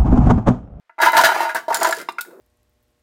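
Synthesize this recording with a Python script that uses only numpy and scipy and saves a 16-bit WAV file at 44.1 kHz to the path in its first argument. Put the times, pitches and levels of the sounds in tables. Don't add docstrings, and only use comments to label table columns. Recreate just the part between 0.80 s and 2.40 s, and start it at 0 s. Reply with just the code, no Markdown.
import sys
import numpy as np
from scipy import signal
from scipy.fft import rfft, irfft
from scipy.io import wavfile
from scipy.ndimage import uniform_filter1d, minimum_filter1d

SR = 44100
rng = np.random.default_rng(int(sys.argv[2]) if len(sys.argv) > 2 else 0)


def int16_out(signal):
    q = np.round(np.clip(np.atleast_2d(signal).T, -1, 1) * 32767)
    wavfile.write(sys.argv[1], SR, q.astype(np.int16))


N = 70560
RING_TIME_S = np.arange(SR // 2) / SR

# frequency in Hz, level in dB, T60 in seconds.
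CAN_MODES = [(322, -20.5, 0.13), (651.5, -2, 0.16), (695.8, -6.5, 0.17), (814, -13, 0.075),
             (921, 5.5, 0.14), (998, -7.5, 0.14), (1154, -23.5, 0.4), (1364, -0.5, 0.16), (1451, 3.5, 0.18),
             (1643.7, 0.5, 0.15), (1695, 1.5, .12), (2032, -2, 0.19), (2750, -25.5, 0.18), (3050, 0, 0.27),
             (3865, 4.5, 0.19), (4140, -12, 0.067), (4080, 2.5, 0.17), (4760, 4, .12), (5200, -6.5, 0.072)]
CLINK_MODES = [(4910, 3, 0.044), (6840, -9, 0.45), (7280, -5, 0.07), (8500, -9, .1), (14000, -11, .15)]
BUMP_MODES = [(359, -12.5, 0.065), (667, -16, 0.099), (922, 0.5, 0.045), (1100, 5.5, 0.014),
              (1185, -13, 0.15), (1520, -19, 0.059), (2100, -5, 0.029), (2430, -21.5, 0.097),
              (2750, -12, .06), (3600, -17, 0.063), (3720, -20, .06), (3950, -20, 0.087),
              (5140, -17.5, .05)]
PING_MODES = [(664, -26, 0.046), (990, -22, 0.058), (1400, -1.5, 0.05), (1457, -12, 0.18),
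              (1620, -9, 0.027), (2070, -16.5, 0.043), (2270, -6.5, 0.017), (2600, -22, 0.11),
              (4800, -29, 0.03)]
# frequency in Hz, relative density in dB.
WASH_SPECTRUM = [(120, -27), (250, -29), (340, -3), (520, -7), (850, 7.5), (1100, -2), (1400, 5.5),
                 (1750, 2), (2400, -8.5), (4700, -13), (7000, -15.5), (8200, -19.5), (9500, -17.5),
                 (11800, -23), (14100, -16), (15500, -26.5)]
GRIT_SPECTRUM = [(1500, -13), (3000, -6.5), (3800, 0.5), (6000, -5), (8500, -0.5), (12000, -1),
                 (15500, 0.5)]
CLICK_SPECTRUM = [(1200, 2), (3500, 1), (5000, 12), (6700, 4), (8400, 11), (10500, 9.5), (12000, 3),
                  (15500, 2.5)]
SCUFF_SPECTRUM = [(50, -52.5), (150, -8), (260, -9), (370, 4), (560, -3.5), (750, -14.5), (1400, -14.5),
                  (3000, -45), (15000, -36.5)]
ECHO_SPECTRUM = [(100, 10), (700, -8), (1500, -11.5), (5000, -8.5), (15000, -10)]
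AIR_SPECTRUM = [(30, 1), (150, -4), (600, 8), (2000, 8), (15000, -17.5)]
# lower and upper edge in Hz, wash against modes in dB,
# wash T60 in seconds.
CAN_BANDS = [(60, 1200, -9, 0.16), (1197, 2900, 3, 0.14), (2970, 16000, 10.5, 0.13)]
# start in seconds, low, mid and treble level in dB, share left ringing,
# frequency favoured by the contact point in Hz, its boost in dB, wash offset in dB.
KNOCKS = [(.095, -47, -47.5, -79, 0.32, 880, 5.5, -6), (.181, -34.5, -42, -68, 0.6, 650, -8, 5),
          (.187, -26, -28.5, -51, 1, 918, 2, -12), (.201, -16.5, -21.5, -40, 1, 918, 8, -14),
          (.217, -20, -22, -26.5, 0.9, 1648, 12, -9), (.223, -16, -18, -30, 1, 1648, 17, 3),
          (.232, -13.5, -12.5, -33, 1, 918, 1, 1.5), (.260, -12, -14, -28, 1, 918, 15, -2.5),
          (.268, -5.5, -17.5, -26.5, 0.86, 974, 30, -15.5), (.284, -22.5, -20.5, -36, 0.35, 980, -7, 6),
          (.331, -15.5, -18, -33, 1, 918, 0, -8.5), (.347, -12.5, -30, -54, 0.9, 918, 27, -8),
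          (.367, -9, -10.5, -16, 1, 1689, 20, -2), (.378, -11, -10, -20, 1, 1010, 12.5, -4.5),
          (.392, -4, -23, -20, 0, 985, 20, -16), (.411, -16, -16.5, -23, 0.5, 1760, 2, 16.5),
          (.436, -9, -7.5, -16, 0.9, 647, 15, 0), (.445, -43, -9.5, -12, 0.45, 1697, 20, -8),
          (.453, -27, -17, -35, 0.5, 670, -6, 12), (.469, -16.5, -30, -34, 0.1, 1452, 9, -1.5),
          (.489, -15, -21.5, -45, 0.76, 918, 21, -2.5), (.517, -17, -28, -43, 0.07, 810, 16, -1),
          (.560, -20.5, -38.5, -59, 0.84, 815, 16.5, 11.5), (.605, -14, -32, -34.5, 1, 918, 12.5, 1.5),
          (.629, -21.5, -40, -37, 0.9, 1170, 1, 7), (.652, -18, -27, -40, 1, 918, 9, -26),
          (.667, -22, -31, -49, 0.8, 940, 28, -27), (.691, -53, -25.5, -41, 0.95, 1648, 9, -2),
          (.747, -21, -27.5, -46, 1, 918, 1.5, -8), (.764, -27.5, -48, -35.5, 1, 1452, 10, 0.5),
          (.881, -18, -37, -42.5, .95, 918, -3, -4.5), (.904, -17, -38, -51, 1, 875, 24, 4.5),
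          (.924, -27.5, -25, -41, 1, 1380, 10, -0.5), (.945, -27.5, -25, -26.5, 1, 1370, 11, 11),
          (1.012, -18, -40, -36, .7, 646, 8, 12), (1.021, -21.5, -24.5, -48, .3, 1170, 5, 8),
          (1.046, -13.5, -17, -26.5, 0.67, 1005, 16.5, -1), (1.072, -24, -26, -32.5, 0.7, 655, 24, 11),
          (1.092, -21, -38, -41, 0.55, 650, 23, 6), (1.125, -34, -16.5, -28.5, 0.09, 1678, 26, -4.5),
          (1.449, -52, -48, -58, 0, 1648, 0, 4.5), (1.509, -53, -54, -66, 0.1, 918, 1, -5)]
# start and length in seconds, low, mid and treble level in dB,
# level change along the scrape in dB.
SCRAPES = [(0.204, 0.067, -27, -21.5, -29.5, -6), (0.336, 0.074, -21, -21, -32.5, 1),
           (0.439, 0.086, -26, -22, -37, 5), (.53, 0.18, -27.5, -28, -38.5, -10.5),
           (0.747, 0.031, -26.5, -24, -39, -29), (0.887, .11, -34.5, -33, -43, -2.5),
           (0.998, 0.12, -27.5, -27.5, -37.5, -10), (1.117, 0.099, -53, -38.5, -44, 3)]
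# start in seconds, level in dB, T60 in seconds.
GRIT_CRACKS = [(.216, -29, .04), (.232, -33, .03), (.259, -27, .025), (.284, -38.5, .025),
               (.320, -31.5, .012), (.368, -31, .05), (.378, -31.5, .04), (.445, -38, .05),
               (.747, -28, .06), (1.4094, -26, .034)]
# start in seconds, click and ring level in dB, favoured Hz.
CLINKS = [(0.93, -39, -60, 14000), (0.9441, -20, -25.5, 7350), (.970, -29.5, -36.5, 6832),
          (1.001, -36, -37, 6832), (1.0308, -20.5, -28.5, 6832), (1.071, -34, -33, 7350),
          (1.089, -30.5, -48, 7350), (1.1093, -29.5, -30.5, 7350), (1.127, -54, -42, 7350),
          (1.148, -38, -52, 7350), (1.167, -40, -54, 14000), (1.184, -41.5, -60, 5010),
          (1.201, -44, -52.5, 5010), (1.214, -39, -47, 5010), (1.228, -49, -94, 5010),
          (1.322, -50, -68, 5010)]
# start and length in seconds, level in dB.
SCUFFS = [(.975, 0.048, -36), (1.166, 0.071, -36), (1.455, 0.099, -46.5), (1.52, 0.092, -46)]


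def undb(db):
    return 10 ** (np.asarray(db) / 20)


def rms(x):
    return np.sqrt(np.mean(x ** 2) + 1e-18)


def decay(t60_s):
    return np.exp(-np.log(1000) * RING_TIME_S / np.maximum(t60_s, 1e-3))


def trapezoid(length_s, edge_s):
    return np.clip(np.minimum(RING_TIME_S, length_s - RING_TIME_S) / edge_s, 0, 1)


def at_level(x, db):
    return x * undb(db) / rms(x[:SR // 100])


def noise(spectrum, low_hz=0, high_hz=SR, size=len(RING_TIME_S)):
    bins_hz = np.fft.rfftfreq(size, 1 / SR) + 1
    hz, db = np.array(spectrum, float).T
    gain = undb(np.interp(np.log(bins_hz), np.log(hz), db))
    in_band = (bins_hz > low_hz) & (bins_hz < high_hz)
    x = irfft(rfft(rng.standard_normal(size)) * gain * in_band, size)
    return x / rms(x)


def add(out, start_s, x):
    i = max(int(start_s * SR), 0)
    out[i:i + len(x)] += x[:max(N - i, 0)]


def can_rings(pitch_spread, wash_db, favoured_hz=0, boost_db=0, boost_width_hz=44.7, scatter_db=2.5):
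    hz, db, t60_s = np.array(CAN_MODES).T
    db = db + boost_db * np.exp(-((hz - favoured_hz) / boost_width_hz) ** 2)
    db += scatter_db * rng.standard_normal(len(hz))
    bent_hz = hz * (1 + pitch_spread * rng.standard_normal(len(hz)))
    modes = undb(db)[:, None] * np.sin(2 * np.pi * bent_hz[:, None] * RING_TIME_S) * decay(t60_s[:, None])
    modes[::2] *= -1
    rings = []
    for low_hz, high_hz, band_wash_db, wash_t60_s in CAN_BANDS:
        clear = modes[(hz >= low_hz) & (hz < high_hz)].sum(0)
        wash = noise(WASH_SPECTRUM, low_hz, high_hz) * decay(wash_t60_s)
        rings.append(at_level(clear, 0) + at_level(wash, band_wash_db + wash_db))
    return rings


def knocks(contact_s=0.0013, damped_t60_s=0.044):
    out = np.zeros(N)
    attack = np.minimum(RING_TIME_S / contact_s, 1)
    for start_s, *bands_db, ringing_share, favoured_hz, boost_db, wash_db in KNOCKS:
        envelope = attack * (ringing_share + (1 - ringing_share) * decay(damped_t60_s))
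        rings = can_rings(pitch_spread=0.0066, wash_db=wash_db, favoured_hz=favoured_hz, boost_db=boost_db)
        add(out, start_s, sum(at_level(ring * envelope, db) for ring, db in zip(rings, bands_db)))
    return out


def scrapes(slips_per_s=420, scatter_db=4.5):
    out, size = np.zeros(N), len(RING_TIME_S)
    for start_s, length_s, *bands_db, change_db in SCRAPES:
        slips = rng.random(size) < slips_per_s / SR
        strength = undb(scatter_db * rng.standard_normal(size))
        trend = undb(change_db * np.minimum(RING_TIME_S / length_s, 1))
        force = slips * strength * trapezoid(length_s, edge_s=0.007) * trend
        for ring, db in zip(can_rings(pitch_spread=0.017, wash_db=2), bands_db):
            judder = signal.fftconvolve(force, ring)
            add(out, start_s, judder * undb(db) / rms(judder[:int(length_s * SR)]))
    return out


def grit(tail_db=-13, tail_t60_s=0.16):
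    out = np.zeros(N)
    for start_s, db, t60_s in GRIT_CRACKS:
        envelope = decay(t60_s) + undb(tail_db) * decay(tail_t60_s)
        add(out, start_s, at_level(noise(GRIT_SPECTRUM) * envelope, db))
    return out


def clinks(click_t60_s=0.027, tail_db=-18, tail_t60_s=0.13, boost_db=12, ring_s=0.041, fade_s=0.013):
    out = np.zeros(N)
    click_envelope = decay(click_t60_s) + undb(tail_db) * decay(tail_t60_s)
    fade_out = np.clip((ring_s - RING_TIME_S) / fade_s, 0, 1)
    for start_s, click_db, ring_db, favoured_hz in CLINKS:
        ring = 0
        for hz, db, t60_s in CLINK_MODES:
            favoured = abs(hz / favoured_hz - 1) < 0.04
            tone = np.sin(2 * np.pi * hz * (start_s + RING_TIME_S))
            ring += undb(db + boost_db * favoured) * tone * decay(t60_s)
        click = noise(CLICK_SPECTRUM) * click_envelope
        add(out, start_s, at_level(click, click_db) + at_level(ring * fade_out, ring_db))
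    return out


def scuffs():
    out = np.zeros(N)
    for start_s, length_s, db in SCUFFS:
        add(out, start_s, undb(db) * noise(SCUFF_SPECTRUM) * trapezoid(length_s, edge_s=0.013))
    return out


def lone_knock(modes, start_s, level_db, contact_s=0.0017, crack_db=-11, crack_t60_s=0.096):
    out = np.zeros(N)
    ring = sum(undb(db) * np.sin(2 * np.pi * (hz * RING_TIME_S + rng.random())) * decay(t60_s)
               for hz, db, t60_s in modes)
    crack = noise(WASH_SPECTRUM) * decay(crack_t60_s)
    attack = np.minimum(RING_TIME_S / contact_s, 1)
    blow = (at_level(ring, 0) + at_level(crack, crack_db)) * attack
    add(out, start_s, at_level(blow, level_db))
    return out


def garden_echo(x, level_db=-15, t60_s=0.39, delay_s=0.013):
    tail = noise(ECHO_SPECTRUM) * decay(t60_s) * (RING_TIME_S > delay_s)
    return undb(level_db) * signal.fftconvolve(x, tail / np.linalg.norm(tail))[:N]


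def scene(mic_low_cut_hz=203, air_db=-76.5):
    near = knocks()
    near += lone_knock(BUMP_MODES, start_s=1.2865, level_db=-20.5)
    near += lone_knock(PING_MODES, start_s=1.3835, level_db=-21.5)
    near += scrapes() + grit() + clinks() + scuffs()
    low_cut = signal.butter(3, mic_low_cut_hz, "high", fs=SR, output="sos")
    thin = signal.sosfilt(low_cut, near + garden_echo(near))
    air = undb(air_db) * noise(AIR_SPECTRUM, size=N)
    return (thin + air)[None]


def record(dry, hold_s=0.0027, ceiling=0.71, skew=0.01, high_cut_hz=15800):
    hold_samples = int(hold_s * SR)
    held_gain = minimum_filter1d(1 / np.maximum(abs(dry), 1), hold_samples)
    limited = dry * uniform_filter1d(held_gain, hold_samples)
    clipped = limited / (1 + (limited / ceiling) ** 6) ** (1 / 6)
    high_cut = signal.ellip(10, 0.2, 70, high_cut_hz, fs=SR, output="sos")
    return signal.sosfilt(high_cut, clipped + skew * clipped ** 2)


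dry = scene()
out = record(dry)
int16_out(out)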